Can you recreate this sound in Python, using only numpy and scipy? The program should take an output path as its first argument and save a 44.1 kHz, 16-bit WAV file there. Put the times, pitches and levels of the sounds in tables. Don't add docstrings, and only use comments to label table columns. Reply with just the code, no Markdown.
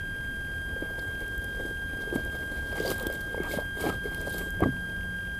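import sys
import numpy as np
from scipy import signal
from scipy.fft import rfft, irfft
from scipy.io import wavfile
from scipy.ndimage import uniform_filter1d

SR = 44100
rng = np.random.default_rng(int(sys.argv[2]) if len(sys.argv) > 2 else 0)


def invert_db(level):
    return 10 ** (np.asarray(level, dtype=float) / 20)


def wav_record(signal):
    frames = np.transpose(np.atleast_2d(signal))
    bounded = np.clip(frames, -1, 1)
    quanta = np.round(bounded * 32767).astype(np.int16)
    wavfile.write(sys.argv[1], SR, quanta)


N = 237699

# (multiple, level [dB rms])
WHINE_HARMONICS = [(1, -35.9), (2, -50.9), (3, -70.5), (4, -74.5), (5, -74.8), (6, -81)]
# (frequency [Hz], level [dB rms])
CIRCUIT_TONES = [(8077.85, -73), (11088.93, -61)]
SWELL_TIMES_S = [0.287, 0.574, 0.773, 1.035, 1.082, 1.345, 1.387, 1.828, 2.028, 2.182, 2.268, 2.422, 2.6,
                 2.731, 2.798, 2.843, 2.953, 3.062, 3.104, 4.316, 4.845, 4.958, 5.154, 5.196]
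SWITCH_HZ, UPDATE_HZ, SWELL_DB = 1602.53, 45.4, 2

# (time [s], frequency [Hz], level [dB rms])
ENGINE_CURVE = [
    (0, 158, -53.5),
    (1.5, 163, -66.5),
    (3, 169, -65.5),
    (4.2, 174, -48),
    (4.75, 177.3, -46.5),
    (5.39, 180, -46.5),
]
# (frequency [Hz], density [dB per Hz])
AIR_SPECTRUM = [(20, -1), (45, 2), (85, 2), (130, -6.5), (250, -10), (500, -21), (1000, -26.5), (2000, -31),
                (3000, -40.5), (4800, -43.5), (5600, -42), (8000, -45.5), (12000, -40), (15500, -53)]
AIR_DB = -39

# (frequency [Hz], width [Hz], level [dB])
FLOAT_MODES = [(161, 47, 0.5), (307, 132, 3.5), (449, 116, 5.5), (600, 196, -2), (750, 250, -12)]
# (frequency [Hz], width [Hz], level [dB])
SHELL_MODES = [(837, 240, 1), (1170, 83, -2), (1240, 88, -1.5), (2160, 570, -5), (2130, 88, 1),
               (2920, 570, -23)]
# (frequency [Hz], width [Hz], level [dB])
FROTH_MODES = [(3210, 600, -2.5), (3700, 260, 0.5), (4100, 1300, -3), (4950, 175, 0.5), (6400, 1900, -11)]
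# (frequency [Hz], width [Hz], level [dB])
SPRAY_MODES = [(7920, 920, 4), (9160, 1200, 3.5), (10960, 1200, 4), (12800, 810, 7), (13700, 1700, 4.5)]

# (time [s], level [dB])
RIPPLE_CURVE = [(0, -52), (.48, -47.5), (.95, -48.5), (1.15, -43), (1.5, -44), (1.62, -39), (1.86, -47.5),
                (2.3, -41), (2.67, -45.5), (3.2, -41), (3.48, -42.5), (3.66, -63), (4.0, -65), (4.2, -39.5),
                (4.46, -43), (4.6, -50), (4.75, -47.5), (5.39, -52.5)]
# (crest [s], 20 dB fade [s], slosh level [dB], shell patter re slosh [dB])
WAVE_CRESTS = [(.77, -0.1, -44, -14), (.84, 0.7, -45, -30.5), (1.02, 0.27, -43, -16.5),
               (1.09, 0.04, -37, -21), (1.605, 0.02, -33, -16.5), (2.01, 0.12, -37, -23),
               (2.08, 3, -53, -20), (2.15, 0.1, -33, -27.5), (2.35, 0.03, -32.5, -19),
               (2.43, -0.2, -38.5, -14), (2.58, 0.05, -37, -14), (2.8, 0.15, -32.5, -14),
               (2.87, 0.06, -27.5, -20), (2.91, 0.04, -30.5, -15), (3.0, 0.06, -36, -17),
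               (3.05, 0.1, -33.5, -15.5), (3.12, 0.14, -40, -11), (3.44, 0.07, -35, -12),
               (3.53, 0.13, -32.5, -12), (3.59, 0.03, -29.5, -15), (3.825, 0, -27.5, -16),
               (3.87, 0.1, -23.5, -16), (4.065, 0.04, -32.5, -20), (4.16, 0.2, -43.5, -9),
               (4.28, 0.02, -27.5, -23), (4.4, .08, -34, -12.5), (4.61, 0.06, -36.5, -17),
               (4.637, 0.027, -23, -12), (4.67, -0.01, -27, -30)]
# (crest [s], 20 dB fade [s], spray level [dB], froth re spray [dB])
BREAKING_CRESTS = [(.81, -0.2, -59, -4), (.995, 0, -58, 8), (1.02, 0.05, -55, -6), (1.08, -0.1, -53, -6),
                   (1.36, -0.5, -59, -3), (1.97, 0, -54, -6), (2.02, .05, -58.5, 4.5),
                   (2.155, .05, -50, -5.5), (2.36, .2, -59, -1), (2.58, .12, -58, -5), (2.79, 0.34, -55, 3),
                   (2.87, 0.12, -47, 3.5), (2.91, .08, -44, -1.5), (3.01, 0.1, -50.5, -3),
                   (3.08, -0.2, -59, -13), (3.14, 0.08, -53, -1.5), (3.522, 0.1, -44.5, 1.5),
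                   (3.54, 0.12, -50, -17), (3.575, 0.4, -61, -14), (3.82, .08, -43.5, -3.5),
                   (3.865, 0.07, -49, 2.5), (3.9, 0.17, -55.5, -1.5), (4.06, 0.08, -53.5, -1.5),
                   (4.16, 0.1, -57, -1), (4.275, 0.06, -51, -2), (4.3, 0.01, -45, -8),
                   (4.325, .05, -46, -2.5), (4.39, 0.06, -44.5, -5), (4.43, 0.13, -55.5, -5),
                   (4.64, 0.01, -53.5, 5)]
CALM_DB = -47
PATTER_DB, PATTER_FOLLOWS = -63, 0.11
FROTH_DB, FROTH_FOLLOWS = -67, 0.9
SPRAY_DB, SPRAY_FOLLOWS = -63.5, 0.5
WAVE_RISE, SPLASH_RISE = 1, 0.7
CREST_ROUNDING = 1.22

# (time [s], peak [dB], hollow pitch [Hz], t60 [s])
SOFT_KNOCKS = [(0.823, -22.5, 312, 0.019), (2.074, -29, 395, 0.036), (2.126, -21, 353, 0.039),
               (2.802, -19.5, 430, 0.033), (2.849, -24, 540, 0.026), (3.067, -19, 336, 0.018),
               (3.586, -18, 567, 0.015), (3.841, -26, 437, 0.093), (4.055, -24, 420, 0.07),
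               (4.273, -23.5, 526, 0.017), (4.62, -13.5, 379, 0.061), (4.626, -12, 325, 0.03),
               (4.657, -16, 279, 0.036), (4.687, -20, 251, 0.094)]
# (time [s], peak [dB], hollow pitch [Hz], t60 [s])
SHARP_SLAPS = [(0.763, -31.5, 490, 0.028), (1.651, -26.5, 323, 0.019), (2.158, -15, 252, 0.021),
               (2.882, -28.5, 384, 0.17), (3.007, -30.5, 518, 0.092), (3.099, -26, 542, 0.044),
               (3.344, -24.5, 490, 0.022), (3.377, -23.5, 465, 0.032), (3.401, -21.5, 375, 0.035),
               (3.537, -26, 580, 0.047), (3.573, -19.5, 214, 0.018), (3.864, -19, 344, 0.046),
               (4.047, -35.5, 420, 0.043), (4.605, -24, 600, 0.015), (4.6345, -20, 195, 0.04)]
# (time [s], peak [dB], frequency [Hz], t60 [s])
HEAVES = [
    (2.151, -27, 133, 0.13),
    (4.623, -20, 90, 0.094),
    (4.66, -22, 125, 0.092),
    (4.668, -23, 245, 0.19),
    (4.689, -24.5, 130, 0.16),
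    (3.402, -31, 173, .1),
]
# (time [s], peak [dB], frequency [Hz], t60 [s])
BUBBLE_PINGS = [(.824, -31, 576, 0.043), (.992, -46, 4400, .03), (0.992, -49, 5160, .02),
                (.991, -49, 3610, 0.023), (2.863, -34, 4700, 0.034), (2.877, -29.5, 4630, 0.023),
                (3.067, -33, 3350, .015), (3.345, -30.5, 900, 0.023), (3.38, -47, 2140, 0.043),
                (3.408, -45, 2160, 0.045), (3.445, -43, 954, 0.15), (3.512, -36, 2230, 0.034),
                (3.62, -36, 670, 0.028), (3.812, -40, 2250, .05), (3.858, -40.5, 2280, .05),
                (3.866, -22.5, 824, 0.035), (3.898, -31, 1295, 0.065), (4.055, -45.5, 2130, 0.045),
                (4.607, -21, 600, 0.01), (4.628, -25.5, 1120, 0.023), (4.629, -41, 2080, .03),
                (4.622, -22.5, 705, 0.038), (4.636, -19, 1140, 0.017), (4.636, -30, 1960, 0.026),
                (4.6595, -20.5, 600, 0.013)]
KNOCK_CRACK_DB, SLAP_CRACK_DB = 0, 15.5

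# (time [s], peak [dB], low part [dB])
DROPLETS = [(1.205, -37, -47.5), (1.28, -36.5, -65), (1.379, -33, -65), (1.4431, -34, -54),
            (2.2493, -37, -58), (2.768, -34, -54), (2.799, -40, -35), (2.878, -30, -31.5),
            (2.903, -22, -30), (2.923, -38, -45), (2.942, -32, -50), (2.981, -30, -50), (2.9973, -30, -33),
            (3.0074, -44, -52), (3.027, -31, -52), (3.0688, -22, -30.5), (3.1004, -35, -44),
            (3.1258, -35, -42), (3.1384, -31.5, -54), (3.208, -40, -40.5), (3.2134, -35, -47),
            (3.4337, -34, -38), (4.146, -30.5, -41), (4.2055, -39, -45), (4.214, -29.5, -58),
            (4.2941, -33, -55), (4.356, -40, -43), (4.382, -26, -39), (4.5052, -32, -60), (4.605, -33, -50)]
PUFF_DECAY_S, DROPLET_HZ, DROPLET_SCATTER_HZ = 0.0014, 12700, 700


def rms_one(x):
    return x / np.sqrt(np.mean(x ** 2) + 1e-20)


def in_time(rows):
    time_s, *columns = np.transpose(rows)
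    return [np.interp(np.arange(N) / SR, time_s, column) for column in columns]


def drift(rate_hz):
    pole = np.exp(-2 * np.pi * rate_hz * 40 / SR)
    noise = rng.standard_normal(N // 40 + 2002)
    slow = signal.lfilter([1], [1, -2 * pole, pole * pole], noise)[2000:]
    return np.interp(np.arange(N) / 40, np.arange(len(slow)), rms_one(slow))


def resonate(x, modes):
    out = 0
    for k, (hz, width_hz, db) in enumerate(modes):
        r = np.exp(-np.pi * width_hz / SR)
        poles = [1, -2 * r * np.cos(2 * np.pi * hz / SR), r * r]
        zeros = [(1 - r * r) / 2, 0, (r * r - 1) / 2]
        out = out + (-1) ** k * invert_db(db) * signal.lfilter(zeros, poles, x)
    return out


def dull(x, hz):
    return signal.sosfilt(signal.butter(2, hz, fs=SR, output="sos"), x)


def whine():
    t = np.arange(N) / SR
    held_db = np.zeros(N)
    half = round(SR / UPDATE_HZ / 2)
    for time_s in SWELL_TIMES_S:
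        at = round(time_s * SR)
        held_db[at - half:at + half] = SWELL_DB
    swell_db = uniform_filter1d(held_db, size=400)
    out = sum(invert_db(db) * np.sin(2 * np.pi * hz * t) for hz, db in CIRCUIT_TONES)
    for k, db in WHINE_HARMONICS:
        wobble_db = swell_db + 0.2 * drift(12) if k == 1 else 0.9 * drift(3)
        out = out + invert_db(db + wobble_db) * np.sin(2 * np.pi * k * SWITCH_HZ * t + k)
    return np.sqrt(2) * out


def chatter():
    updates = np.diff(np.floor(np.arange(N) / SR * UPDATE_HZ + 0.6), prepend=0)
    jolts = signal.lfilter([1], [1, -0.99], updates * invert_db(3.5 * drift(29)))
    puffs = jolts * rng.standard_normal(N)
    casing = [(2580, 1450, 0)]
    return invert_db(-65.5) * rms_one(resonate(resonate(puffs, casing), casing))


def drone():
    hz, db = in_time(ENGINE_CURVE)
    return np.sqrt(2) * invert_db(db + 1.2 * drift(3)) * np.sin(2 * np.pi * np.cumsum(hz) / SR)


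def background():
    hz = np.fft.rfftfreq(N, 1 / SR)
    curve_hz, curve_db = np.transpose(AIR_SPECTRUM)
    colour = invert_db(np.interp(np.log(hz + 1), np.log(curve_hz), curve_db))
    air = rms_one(irfft(rfft(rng.standard_normal(N)) * colour * (hz > 15), N))
    rumble = dull(air, hz=194)
    return invert_db(AIR_DB) * (air + rumble * (invert_db(0.89 * drift(15)) - 1))


def grains(per_s, spread_db):
    sizes = invert_db(spread_db * np.minimum(rng.exponential(1, N), 4)) * rng.choice([-1, 1], N)
    return sizes * (rng.random(N) < per_s / SR) + 1e-18


def patter(per_s, spread_db, modes, patchy_db):
    shared = grains(per_s, spread_db)
    out = 0
    for k, mode in enumerate(modes):
        fed = shared + 1.49 * np.roll(shared, 9973 * (k + 1))
        out = out + (-1) ** k * resonate(fed, [mode]) * invert_db(patchy_db * drift(9))
    return rms_one(out)


def surges(rows, rise, between_db):
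    t = np.arange(N) / SR
    power = invert_db(np.array(between_db)) ** 2
    for crest_s, fade_s, db, second_db in rows:
        distance_s = np.maximum(t - crest_s, (crest_s - t) / rise)
        fall_db = -20 * (distance_s / max(fade_s, 0.01)) ** CREST_ROUNDING
        surge = invert_db(np.maximum(fall_db, -80) + db) ** 2
        power = power + surge * [[1], [invert_db(second_db) ** 2]]
    return np.sqrt(power)


def lapping():
    ripple_db, = in_time(RIPPLE_CURVE)
    swing_db = ripple_db - CALM_DB
    patter_db = PATTER_DB + PATTER_FOLLOWS * swing_db
    spray_db = SPRAY_DB + SPRAY_FOLLOWS * swing_db
    froth_db = FROTH_DB + FROTH_FOLLOWS * swing_db
    slosh, shell = surges(WAVE_CRESTS, WAVE_RISE, [ripple_db, patter_db])
    spray, froth = surges(BREAKING_CRESTS, SPLASH_RISE, [spray_db, froth_db])
    clumps = drift(45)
    slosh = slosh * dull(patter(500, 3.7, FLOAT_MODES, patchy_db=0.5), hz=1010) * invert_db(2.4 * clumps - 4)
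    shell = shell * dull(patter(600, 2.15, SHELL_MODES, patchy_db=4.5), hz=2630) * invert_db(2.7 * clumps + 1)
    froth = froth * patter(1500, 4, FROTH_MODES, patchy_db=2) * invert_db(2 * clumps)
    spray = spray * patter(4000, 5, SPRAY_MODES, patchy_db=1.5) * invert_db(1.75 * clumps + 1)
    return slosh + shell + froth + spray


def add_ring(out, time_s, db, hz, t60_s, rise_s):
    t = np.arange(SR // 4) / SR
    shape = (1 - np.exp(-t / rise_s)) ** 2 * invert_db(-60 * t / max(t60_s, 0.01))
    out[round(time_s * SR):][:len(t)] += invert_db(db) * shape / shape.max() * np.sin(2 * np.pi * hz * t)


def knocks():
    out = np.zeros(N)
    cracks = np.zeros(N) + 1e-18
    for blows, crack_db in (SOFT_KNOCKS, KNOCK_CRACK_DB), (SHARP_SLAPS, SLAP_CRACK_DB):
        for time_s, db, hz, t60_s in blows:
            add_ring(out, time_s, db, hz, t60_s, rise_s=0.00076)
            cracks[round(time_s * SR) + 90] = invert_db(db + crack_db)
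    for heave in HEAVES:
        add_ring(out, *heave, rise_s=0.0012)
    for ping in BUBBLE_PINGS:
        add_ring(out, *ping, rise_s=0.00049)
    return out + dull(resonate(cracks, SHELL_MODES), hz=2570)


def ticks():
    high = np.zeros(N)
    low = np.zeros(N) + 1e-18
    t = np.arange(900) / SR
    for time_s, db, low_db in DROPLETS:
        at = round(time_s * SR)
        noise = rng.standard_normal(len(t))
        puff = noise * np.exp(-t / PUFF_DECAY_S)
        hz = DROPLET_HZ + DROPLET_SCATTER_HZ * np.clip(noise[-1], -2, 2)
        bright = resonate(puff, [(hz, 2600, 0)]) + invert_db(-7) * resonate(puff, SPRAY_MODES)
        high[at:at + len(t)] += invert_db(db + 0.5) * bright
        low[at:at + len(t)] += invert_db(low_db + 11.5) * puff
    return high + resonate(low, FROTH_MODES)


def scene():
    craft = whine() + chatter()
    water = lapping() + knocks() + ticks()
    distance = drone() + background()
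    return (craft + water + distance)[None, :]


def band_limit(x):
    return signal.sosfilt(signal.butter(12, 15800, fs=SR, output="sos"), x)


def record(dry):
    top_cut = signal.ellip(8, 0.5, 32, 15300, fs=SR, output="sos")
    mix = signal.sosfilt(top_cut, dry)
    return band_limit(mix)


dry = scene()
out = record(dry)
wav_record(out)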